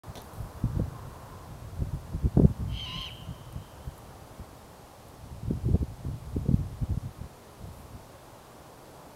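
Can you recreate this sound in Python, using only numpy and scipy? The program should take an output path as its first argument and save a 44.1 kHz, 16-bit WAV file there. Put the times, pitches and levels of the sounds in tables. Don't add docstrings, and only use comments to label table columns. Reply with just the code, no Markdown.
import sys
import numpy as np
from scipy import signal
from scipy.fft import rfft, irfft, next_fast_len
from scipy.io import wavfile
from scipy.ndimage import uniform_filter1d

SR = 44100
rng = np.random.default_rng(int(sys.argv[2]) if len(sys.argv) > 2 else 0)


def master(y):
    cut = np.clip(np.atleast_2d(y).T, -1, 1)
    pcm = np.round(cut * 32767)
    wavfile.write(sys.argv[1], SR, pcm.astype(np.int16))


N = 403515
TIME = np.arange(N) / SR


def from_db(db):
    return 10 ** (np.asarray(db) / 20)


def rms_one(x):
    return x / np.sqrt(np.mean(x ** 2) + 1e-20)


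def in_time(rows):
    times_s, *columns = np.transpose(rows)
    return [np.interp(TIME, times_s, column) for column in columns]


def during(rows):
    return (TIME > rows[0][0]) & (TIME < rows[-1][0])


def noise(spectrum):
    size = next_fast_len(N)
    hz, db = np.transpose(spectrum)
    bins_hz = np.maximum(np.arange(size // 2 + 1) * SR / size, 1)
    gain = from_db(np.interp(np.log(bins_hz), np.log(hz), db))
    return rms_one(irfft(rfft(rng.standard_normal(size)) * gain, size)[:N])


def wobble(rate_hz):
    lowpass = signal.butter(2, rate_hz, fs=SR, output="sos")
    return rms_one(signal.sosfilt(lowpass, rng.standard_normal(N + SR))[SR:])


def resonate(x, hz, width_hz):
    radius = np.exp(-np.pi * width_hz / SR)
    feedback = [1, -2 * radius * np.cos(2 * np.pi * hz / SR), radius ** 2]
    return signal.lfilter(np.array([1, 0, -1]) * (1 - radius ** 2) / 2, feedback, x)


def band(x, hz, width_hz):
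    return resonate(resonate(x, hz, width_hz), hz, width_hz)


def phase_of(hz):
    return 2 * np.pi * np.cumsum(hz) / SR


def bursts(rows):
    return sum((TIME >= start_s) * from_db(db - 60 * np.clip((TIME - start_s) / t60_s, 0, 2))
               for start_s, db, t60_s in rows)


def swells(rows):
    power = sum(from_db(db) ** 2 * np.exp(-2 * np.minimum(((TIME - centre_s) / half_s) ** 2, 20))
                for centre_s, db, half_s in rows)
    return np.sqrt(power)


def background(body_gain_db=2.0, edge_gain_db=2.5, hiss_db=-60, swell_width_hz=110):
    # (time [s], body level [dB], upper edge level [dB])
    rush_levels = [(0, -51, -55.5), (1.27, -52.5, -55), (1.65, -53, -59), (2.9, -55.5, -58.5),
                   (4.3, -53, -59), (5.3, -54.5, -62), (6.5, -54.5, -61.5), (8.2, -53.5, -59.5),
                   (9.15, -52, -59)]
    # (frequency [Hz], gain [dB])
    body_spectrum = [(25, 7), (60, -6.5), (120, 5.5), (180, 1), (350, 1.5), (600, 2), (850, -1.5),
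                     (1200, -13), (2000, -31.5)]
    edge_spectrum = [(500, -12.5), (800, -2.5), (1050, 0.5), (1300, -5), (1700, -11), (2400, -26.5),
                     (4000, -28)]
    hiss_spectrum = [(300, -6.5), (2000, 4), (4500, 2), (7000, -.5), (11000, -1.5), (14000, -5),
                     (16000, -17)]
    # (centre [s], pitch [Hz], peak [dB], half length [s])
    rush_swells = [(1.007, 1020, -54.5, 0.086), (1.317, 1010, -56, 0.22), (4.093, 780, -61, 0.24),
                   (4.9, 796, -61, 0.31), (9.03, 1040, -63, 0.13)]
    body_db, edge_db = in_time(rush_levels)
    rush = from_db(body_db + body_gain_db) * noise(body_spectrum)
    rush += from_db(edge_db + edge_gain_db) * noise(edge_spectrum)
    for centre_s, hz, db, half_s in rush_swells:
        hum = rms_one(band(rng.standard_normal(N), hz, swell_width_hz))
        rush += from_db(db) * np.exp(-((TIME - centre_s) / half_s) ** 2) * hum
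    return rush + from_db(hiss_db) * noise(hiss_spectrum)


def airflow(breeze_spread_db=4.5, gust_spread_db=3.0, puff_hz=17):
    # (time [s], level [dB])
    breeze_levels = [(0, -61.5), (.7, -42.5), (1.38, -50), (1.8, -41.5), (2.3, -45.5), (2.8, -40.5),
                     (3.35, -47), (4.15, -53), (4.6, -57.5), (5.05, -57.5), (5.65, -38.5), (6.0, -47.5),
                     (6.6, -38.5), (7.4, -61), (7.8, -49.5), (8.3, -61.5), (9.15, -62.5)]
    # (centre [s], peak [dB], half length [s])
    gusts = [(.093, -36.5, 0.021), (.41, -35, 0.038), (.657, -21, 0.014), (.79, -29.5, 0.085),
             (1.82, -34.5, 0.068), (1.945, -29, 0.015), (2.15, -31.5, 0.03), (2.255, -22.5, 0.024),
             (2.415, -24, 0.052), (2.51, -28, .018), (2.62, -27, 0.02), (2.71, -33.5, 0.07),
             (3.295, -33, 0.026), (3.56, -38, 0.051), (3.88, -34.5, 0.011), (4.403, -32.5, 0.015),
             (5.235, -42.5, .02), (5.32, -38, 0.017), (5.51, -25, 0.043), (5.69, -27, 0.066),
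             (5.818, -28.5, 0.019), (6.11, -32.5, 0.068), (6.372, -27.5, 0.041), (6.56, -29, 0.081),
             (6.83, -21.5, 0.015), (6.92, -24, .025), (7.06, -37.5, 0.033), (7.225, -37, 0.033),
             (7.67, -40, 0.061), (7.95, -40, .022)]
    puffs = np.clip(wobble(puff_hz), -2, 1)
    breeze = from_db(in_time(breeze_levels)[0] + breeze_spread_db * puffs)
    return np.hypot(breeze, swells(gusts) * from_db(gust_spread_db * puffs))


def wind(rumble_db=1.0, churn_db=-20, churn_full_db=-25, sputter_db=3.5, sputter_hz=60,
         swing_gain_db=2.0, swing_cycles=0.52, edge_gain_db=1.5, edge_s=0.0066, crackle_db=9):
    # (frequency [Hz], gain [dB])
    rumble_spectrum = [(20, -27), (38, -4.5), (70, 2.5), (130, -0.5), (200, -13.5), (300, -20.5),
                       (500, -51), (1000, -70.5)]
    # (time [s], swing level [dB], swing frequency [Hz], turbulent edge level [dB])
    eddies = [(.642, -15.5, 170, -38), (.798, -16.5, 129, -26.5), (1.823, -19, 106, -36.5),
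              (2.267, -21.5, 142, -43), (2.375, -8, 150, -17.5), (2.398, -10, 183, -17.5),
              (2.42, -17, 150, -23), (2.438, -10, 138, -30), (2.45, -14.5, 335, -22),
              (2.453, -2.5, 156, -25), (5.435, -27.5, 131, -49), (5.51, -15, 208, -32.5),
              (5.69, -18, 181, -36), (5.743, -13, 107, -30), (5.755, -14, 195, -24), (5.83, -21, 238, -36),
              (6.053, -26, 138, -39), (6.367, -18.5, 292, -30.5), (6.462, -28, 161, -33),
              (6.492, -14, 135, -28.5), (6.515, -15.5, 192, -37), (6.543, -9, 155, -38),
              (6.976, -20.5, 118, -42)]
    rumble = noise(rumble_spectrum)
    rumble /= np.sqrt(uniform_filter1d(rumble ** 2, size=1100) + .05)
    flow = airflow()
    churn = noise([(120, -22), (260, 2.5), (380, 3.5), (520, -7), (750, -27), (1200, -51), (3000, -75)])
    crackle = noise([(300, -18), (650, 13), (1000, -6), (1400, -15), (2200, -47), (5000, -75)])
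    sputter = from_db(churn_db + sputter_db * wobble(sputter_hz))
    turbulence = np.minimum(flow / from_db(churn_full_db), 1) * sputter
    out = flow * (from_db(rumble_db) * rumble + turbulence * churn)
    phases_rad = rng.uniform(-0.56, 1, len(eddies))
    for (centre_s, swing_db, hz, edge_db), phase in zip(eddies, phases_rad):
        near = slice(max(int((centre_s - .05) * SR), 0), int((centre_s + .05) * SR))
        age_s = TIME[near] - centre_s
        swing = np.cos(2 * np.pi * hz * age_s + phase) / np.cosh(2 * hz * age_s / swing_cycles)
        edge = churn[near] * np.exp(-(age_s / edge_s) ** 2)
        tip = crackle[near] * np.exp(-(2 * age_s / edge_s) ** 2)
        edge_peak = from_db(edge_db + edge_gain_db)
        tip_peak = from_db(crackle_db) * edge_peak ** 2
        out[near] += from_db(swing_db + swing_gain_db) * swing
        out[near] += edge_peak * edge / np.abs(edge).max() + tip_peak * tip / np.abs(tip).max()
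    return out


def handling(grain_db=3, grain_hz=460):
    # (start [s], level [dB], t60 [s])
    rustles = [(.155, -34.5, 0.06), (.171, -41.5, 0.24)]
    ticks = [(.218, -42, 0.0064), (.238, -59, 0.33), (.33, -60, 1), (3.011, -58, 0.065),
             (3.526, -52.5, .015), (3.979, -51.5, .022), (5.082, -53, 0.025), (7.669, -55, .02)]
    # (centre [s], peak [dB], half length [s])
    creeps = [(3.05, -70, 0.28), (3.95, -70, 0.24), (7.78, -65.5, .1)]
    # (frequency [Hz], gain [dB])
    rustle_spectrum = [(150, 14.5), (450, 10.5), (1200, -3), (2600, -11), (3600, 1), (4300, 0), (5100, -15),
                       (6000, -4), (7500, -17), (10000, -11), (15000, -22)]
    tick_spectrum = [(3000, -25), (7000, -7), (10000, 3), (14000, 1), (16000, -13)]
    grain = from_db(grain_db * wobble(grain_hz))
    fingers = bursts(rustles) * noise(rustle_spectrum)
    case = (bursts(ticks) + swells(creeps)) * noise(tick_spectrum)
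    return grain * (fingers + case)


def owl(rasp_hz=165, jitter_hz=115, squeal_jitter_hz=75, shimmer_db=3.5, shimmer_hz=200,
        lower_db=-20, upper_db=-22, octave_db=-16):
    # (time [s], pitch [Hz], level [dB], roughness [ratio])
    high_voice = [(2.67, 3180, -72, 0.68), (2.715, 3116, -55, 0.74), (2.765, 3124, -45.5, 0.9),
                  (2.803, 3164, -38, 0.42), (2.843, 3094, -40.5, 0), (2.868, 2892, -42, 0.47),
                  (2.915, 2850, -44, 0.13), (2.95, 2953, -40, 0.36), (2.972, 3100, -41, 0.7),
                  (3.045, 3160, -41.5, 0.86), (3.075, 2980, -41.5, 0.5), (3.1, 2170, -50, .8),
                  (3.112, 2030, -75, 1.1)]
    # (time [s], pitch [Hz], level [dB])
    low_voice = [(2.835, 1017, -84), (2.865, 1016, -50), (2.89, 1008, -49), (2.95, 1036, -47.5),
                 (3.005, 1058, -48), (3.06, 1033, -53), (3.09, 943, -68)]
    squeal_partial = [(2.73, 4290, -72), (2.78, 4320, -63), (2.857, 4400, -55), (2.863, 3860, -54),
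                      (2.93, 3960, -52.5), (2.99, 4210, -53), (3.05, 4230, -54), (3.082, 3744, -58),
                      (3.095, 3644, -76)]
    # (time [s], level [dB])
    hiss_levels = [(2.67, -75), (2.72, -56), (2.77, -49), (2.82, -51.5), (2.87, -46.5), (2.97, -47),
                   (3.06, -50), (3.09, -54), (3.11, -67)]
    # (frequency [Hz], width [Hz], gain [dB])
    resonances = [(2200, 390, -10.5), (2690, 210, -9), (3150, 240, -6), (3870, 200, -11), (4240, 230, -15),
                  (4900, 860, -19.5), (6150, 260, -23)]
    high_hz, high_db, roughness = in_time(high_voice)
    low_hz, low_db = in_time(low_voice)
    squeal_hz, squeal_db = in_time(squeal_partial)
    roughness = np.clip(roughness, 0, 1)
    flutter_phase = phase_of(rasp_hz * (1 + 0.33 * wobble(87)))
    chop_depth = .8 * roughness
    chop = (1 + chop_depth * np.cos(flutter_phase)) / np.sqrt(1 + chop_depth ** 2 / 2)
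    spread_hz = jitter_hz * roughness * (np.median(high_hz[during(high_voice)]) / high_hz) ** 2
    high_phase = phase_of(high_hz + spread_hz * wobble(320))
    low_phase = phase_of(low_hz * (1 + .005 * wobble(80)))
    split = .85 * roughness
    strands = (np.sin(high_phase) + split * np.sin(high_phase - flutter_phase)) / np.sqrt(1 + split ** 2)
    coupling = from_db(low_db - low_db.max()) ** .5
    lower = from_db(lower_db) * np.sin(high_phase - low_phase)
    upper_phase = high_phase + 2 * low_phase - flutter_phase + wobble(450)
    upper = from_db(upper_db) * coupling * np.sin(upper_phase)
    octave = from_db(octave_db) * resonate(np.sin(2 * high_phase), hz=6070, width_hz=150)
    partials = strands + chop * (coupling * (lower + upper) + octave)
    flicker_db = shimmer_db * roughness * np.clip(wobble(shimmer_hz), -2, 1)
    whistle = from_db(high_db + flicker_db) * partials * during(high_voice)
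    squeal_phase = phase_of(squeal_hz + squeal_jitter_hz * wobble(310))
    squeal = from_db(squeal_db) * chop * np.sin(squeal_phase) * during(squeal_partial)
    low_tone = from_db(low_db) * np.sin(low_phase) * during(low_voice)
    air = sum(from_db(db) * band(rng.standard_normal(N) * chop, hz, width_hz)
              for hz, width_hz, db in resonances)
    hiss = from_db(in_time(hiss_levels)[0]) * rms_one(air) * during(hiss_levels)
    return np.sqrt(2) * (whistle + squeal + low_tone) + hiss


def tree_echoes(call, centre_hz=3020, width_hz=600, build_s=0.019):
    # (delay [s], gain [dB])
    reflections = [(.0062, -24), (.05, -12), (0.097, -20), (.165, -16.5), (.66, -33), (.85, -29)]
    # (t60 [s], gain [dB])
    tails = [(.55, -7.5), (3.0, -16.5)]
    sent = resonate(call, centre_hz, width_hz)
    echoes = sum(from_db(db) * np.interp(TIME - delay_s, TIME, sent, left=0)
                 for delay_s, db in reflections)
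    age_s = TIME[:2 * SR]
    onset = 1 - np.exp(-age_s / build_s)
    response = 0
    for t60_s, db in tails:
        tail = rng.standard_normal(len(age_s)) * from_db(-60 * age_s / t60_s) * onset
        response += from_db(db) * tail / np.linalg.norm(tail)
    return echoes + signal.fftconvolve(sent, response)[:N]


def scene():
    call = owl()
    return (call + tree_echoes(call) + wind() + background() + handling())[None]


def record(dry, open_s=.035, ceiling=.65, highpass_hz=27, lowpass_hz=15700):
    opened = dry * (TIME > open_s)
    rounded = ceiling * np.tanh(opened / ceiling)
    highpass = signal.butter(2, highpass_hz, "high", fs=SR, output="sos")
    lowpass = signal.ellip(10, .1, 80, lowpass_hz, fs=SR, output="sos")
    return signal.sosfilt(lowpass, signal.sosfilt(highpass, rounded))


dry = scene()
out = record(dry)
master(out)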